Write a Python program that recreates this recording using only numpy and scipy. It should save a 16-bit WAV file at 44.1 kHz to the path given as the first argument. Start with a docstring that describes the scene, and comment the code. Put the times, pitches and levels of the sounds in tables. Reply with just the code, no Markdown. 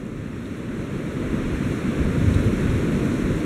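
"""A gust builds in tall bare trees and then holds: a deep roar, a smooth hiss, ticks and low buffeting.
Limbs, branches and finest twigs are three bands of shaped noise; twigs that touch tick as short noise puffs.
The gust buffets the microphone of a small camera: lumpy low noise plus single eddies as sine thumps.
The housing cuts three notches (the highest a narrow dip in a wide one) into all it hears."""
import sys
import numpy as np
from scipy import signal
from scipy.fft import rfft, irfft, next_fast_len
from scipy.io import wavfile
from scipy.ndimage import uniform_filter1d, map_coordinates

SR = 44100
rng = np.random.default_rng(int(sys.argv[2]) if len(sys.argv) > 2 else 0)


def unload_audio(sound):
    """Save the sound as a 16-bit wav file, at the path given as the first command line argument."""
    columns = np.transpose(np.atleast_2d(sound))
    # keep every value between -1 and 1, then stretch to whole-number steps
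    steps = np.round(np.clip(columns, -1, 1) * 32767)
    wavfile.write(sys.argv[1], SR, steps.astype(np.int16))


N = 152145

# Wind in the trees. Each row: time in seconds, levels in dB of the limbs, the branches and the finest twigs.
TREE_LEVELS = [(0, -32, -48, -57.5), (.25, -32.5, -46, -56.5), (.55, -30.5, -44.5, -54),
               (.85, -27.5, -42.5, -53), (1.1, -28, -41, -51), (1.3, -24.5, -39.5, -50.5),
               (1.6, -26, -38, -48), (1.9, -24.5, -37.5, -48), (2.15, -23, -37.5, -46.5),
               (2.35, -24, -37, -45), (2.5, -23.5, -37.5, -45.5), (2.6, -23.5, -36.5, -45.5),
               (3.05, -22, -37.5, -46), (3.45, -23, -37.5, -46.5)]
# Noise spectra of limbs, branches, finest twigs and buffeting; only the shape counts.
# Each row: frequency in Hz, relative density in dB per Hz.
LIMB_SPECTRUM = [(15, -51), (30, -31), (80, -8.5), (140, -1.5), (270, -1), (400, -8.5), (500, -12.5),
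                 (640, -19.5), (800, -28), (1500, -31)]
BRANCH_SPECTRUM = [(300, -41), (700, -7), (1400, -2), (2400, -5.5), (3300, -13.5), (4200, -18.5),
                   (9000, -55)]
TWIG_SPECTRUM = [(1500, -50), (2500, -5.5), (3700, 5.5), (6000, 2.5), (8500, -1.5), (11300, -7),
                 (13500, -14.5), (15800, -23)]
BUFFET_SPECTRUM = [(15, -36), (30, 0), (48, -3.5), (110, -1), (170, -8.5), (300, -21.5), (600, -26.5)]
# Turbulence at the microphone. Each row: time in seconds, level of the lumpy noise in dB.
BUFFET_LEVEL = [(0, -37.5), (.5, -39), (1.0, -35.5), (1.3, -31.5), (1.45, -30), (1.9, -32), (2.0, -25),
                (2.13, -27), (2.22, -21), (2.4, -23), (2.55, -26), (2.75, -26), (3.15, -34.5), (3.3, -22),
                (3.45, -43)]
# Single eddies on the port. Each row: time of the middle in seconds, peak in dB, pitch in Hz.
EDDIES = [(1.541, -23, 55), (1.61, -13, 220), (1.665, -15.5, 200), (1.89, -15.5, 230), (2.015, -17, 83.6),
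          (2.05, -20, 55), (2.185, -16.5, 105), (2.22, -16, 120), (2.247, -12.5, 142), (2.285, -11, 91.5),
          (2.309, -18, 64.4), (2.369, -14.5, 62), (2.41, -19, 60), (2.465, -10.5, 106), (2.482, -12, 95),
          (2.537, -8.5, 226), (2.663, -16, 198), (3.25, -16.5, 72)]
# Twigs touching. Each row: start in seconds, level in dB, pitch in Hz, width in octaves, t60 in seconds.
TWIG_TICKS = [(.052, -51, 9500, .2, .015), (.064, -47, 7000, .2, .015), (.164, -60, 13000, .2, .02),
              (.4565, -34, 3700, .17, .011), (.567, -52, 9500, .2, .03), (.919, -56, 11500, .2, .02),
              (1.06, -55, 12500, .2, .015), (1.064, -43, 5000, .5, .015), (2.302, -48, 10300, .08, .015),
              (2.32, -47, 10300, .1, .015), (2.339, -34, 3900, .2, .07), (2.343, -40, 8500, .25, .03),
              (2.346, -40, 5800, .12, .02), (2.346, -50, 13700, .06, .015), (2.388, -42, 4000, .4, .04),
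              (2.92, -49, 6000, .6, .02), (3.395, -50, 13500, .15, .015)]
# Notches of the housing. Each row: centre in Hz, width in Hz, gain at the centre in dB.
HOUSING_NOTCHES = [(798, 253, -5.5), (3020, 330, -3.5), (4830, 1270, -10), (4790, 560, -7.5)]

TICK_RISE_S, TICK_SAMPLES = 0.0008, 4096
BUFFET_LUMPS_DB, THUMP_CYCLES = 2, 0.79
SELF_NOISE_DB, TOP_HZ = -73, 15750


def amp(db):
    """Amplitude ratio of a level in dB."""
    return 10 ** (np.asarray(db) / 20)


def unit(x):
    """x scaled to rms 1."""
    return x / np.sqrt(np.mean(x ** 2) + 1e-20)


def curves(rows):
    """One value per sample for each column after the time."""
    time_s, *columns = np.transpose(rows)
    return [np.interp(np.arange(N) / SR, time_s, column) for column in columns]


def wobble(knots_per_s):
    """Smooth random curve through normal random knots."""
    return map_coordinates(rng.standard_normal(200), [np.arange(N) * knots_per_s / SR])


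def filtered(x, response):
    """x through a complex response of frequency in Hz."""
    size = next_fast_len(N + SR // 2)
    spectrum = rfft(x, size) * response(np.fft.rfftfreq(size, 1 / SR))
    return irfft(spectrum, size)[..., :N]


def rush(spectrum, patchy_db):
    """Shaped noise of rms 1; its gain varies in random patches of time and frequency, rms patchy_db."""
    cells = signal.stft(rng.standard_normal(N + 512), nperseg=512)[2]
    patches = uniform_filter1d(rng.standard_normal(cells.shape), size=6, axis=0)
    patches = uniform_filter1d(patches, size=14, axis=1)
    noise = signal.istft(cells * amp(patchy_db * unit(patches)), nperseg=512)[1][:N]
    knot_hz, knot_db = np.transpose(spectrum)

    def shape(hz):
        return amp(np.interp(np.log(hz + 1), np.log(knot_hz + 1), knot_db, -120, -120))

    return unit(filtered(noise, shape))


def buffet(level_db):
    """Turbulence on the microphone port: lumpy low noise, and strong eddies as short low thumps."""
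    lumpy = amp(BUFFET_LUMPS_DB * wobble(14)) * rush(BUFFET_SPECTRUM, patchy_db=0.95)
    lumps = amp(level_db) * unit(lumpy)

    middle_s, peak_db, pitch_hz = np.transpose(EDDIES)[:, :, None]
    cycles = (np.arange(N) / SR - middle_s) * pitch_hz
    swell = amp(peak_db) * np.exp(-(cycles / THUMP_CYCLES) ** 2)
    start_cycles = rng.random((len(middle_s), 1))
    thumps = swell * np.sin(2 * np.pi * (cycles + start_cycles))
    return lumps + np.sum(thumps, axis=0)


def twigs():
    """Twigs touch: each tick is a short puff of noise around its own pitch."""
    start_s, level_db, pitch_hz, width_octaves, t60_s = np.transpose(TWIG_TICKS)[:, :, None]
    t = np.arange(TICK_SAMPLES) / SR
    hz = np.fft.rfftfreq(TICK_SAMPLES, 1 / SR) + 1  # + 1 keeps the log finite
    fade = amp(-60 * t / t60_s) * (1 - np.exp(-t / TICK_RISE_S))
    band = np.exp(-0.5 * (np.log2(hz / pitch_hz) / width_octaves) ** 2)
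    noise = rng.standard_normal((len(start_s), TICK_SAMPLES))
    puff = fade * irfft(rfft(noise) * band)
    # puffs get the spread of their fade, so a narrow band is no quieter
    puff = amp(level_db) * puff * fade.std(axis=1, keepdims=True) / puff.std(axis=1, keepdims=True)
    where = (start_s * SR).astype(int) + np.arange(TICK_SAMPLES)
    return np.bincount(where.ravel(), puff.ravel(), N + TICK_SAMPLES)[:N]


def trees(limb_db, branch_db, twig_db):
    """Wind noise by size of wood: limbs roar, branches rush, the finest twigs hiss on top and flutter."""
    flutter_db = 0.5 * wobble(25.55) + 0.29 * wobble(13.0)  # shared by branches and twigs
    roar = amp(limb_db + 0.43 * wobble(17)) * rush(LIMB_SPECTRUM, patchy_db=0.27)
    hiss = amp(branch_db + 0.12 * flutter_db) * rush(BRANCH_SPECTRUM, patchy_db=0.28)
    fizz = amp(twig_db + flutter_db) * rush(TWIG_SPECTRUM, patchy_db=0.0)
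    return roar + hiss + fizz


def scene():
    """Buffeting, ticks and trees summed to one channel."""
    mix = buffet(*curves(BUFFET_LEVEL)) + twigs() + trees(*curves(TREE_LEVELS))
    return mix[None]


def record(dry):
    """Notches of the microphone housing, the recorder's hiss, then the band limit."""
    def housing(hz):
        response = 1
        for centre_hz, width_hz, gain_db in HOUSING_NOTCHES:
            detuning = centre_hz ** 2 - hz ** 2
            damping = 1j * hz * width_hz
            response = response * (detuning + damping * amp(gain_db)) / (detuning + damping)
        return response

    heard = filtered(dry, housing) + amp(SELF_NOISE_DB) * rng.standard_normal(dry.shape)
    return filtered(heard, lambda hz: hz < TOP_HZ)


dry = scene()
out = record(dry)
unload_audio(out)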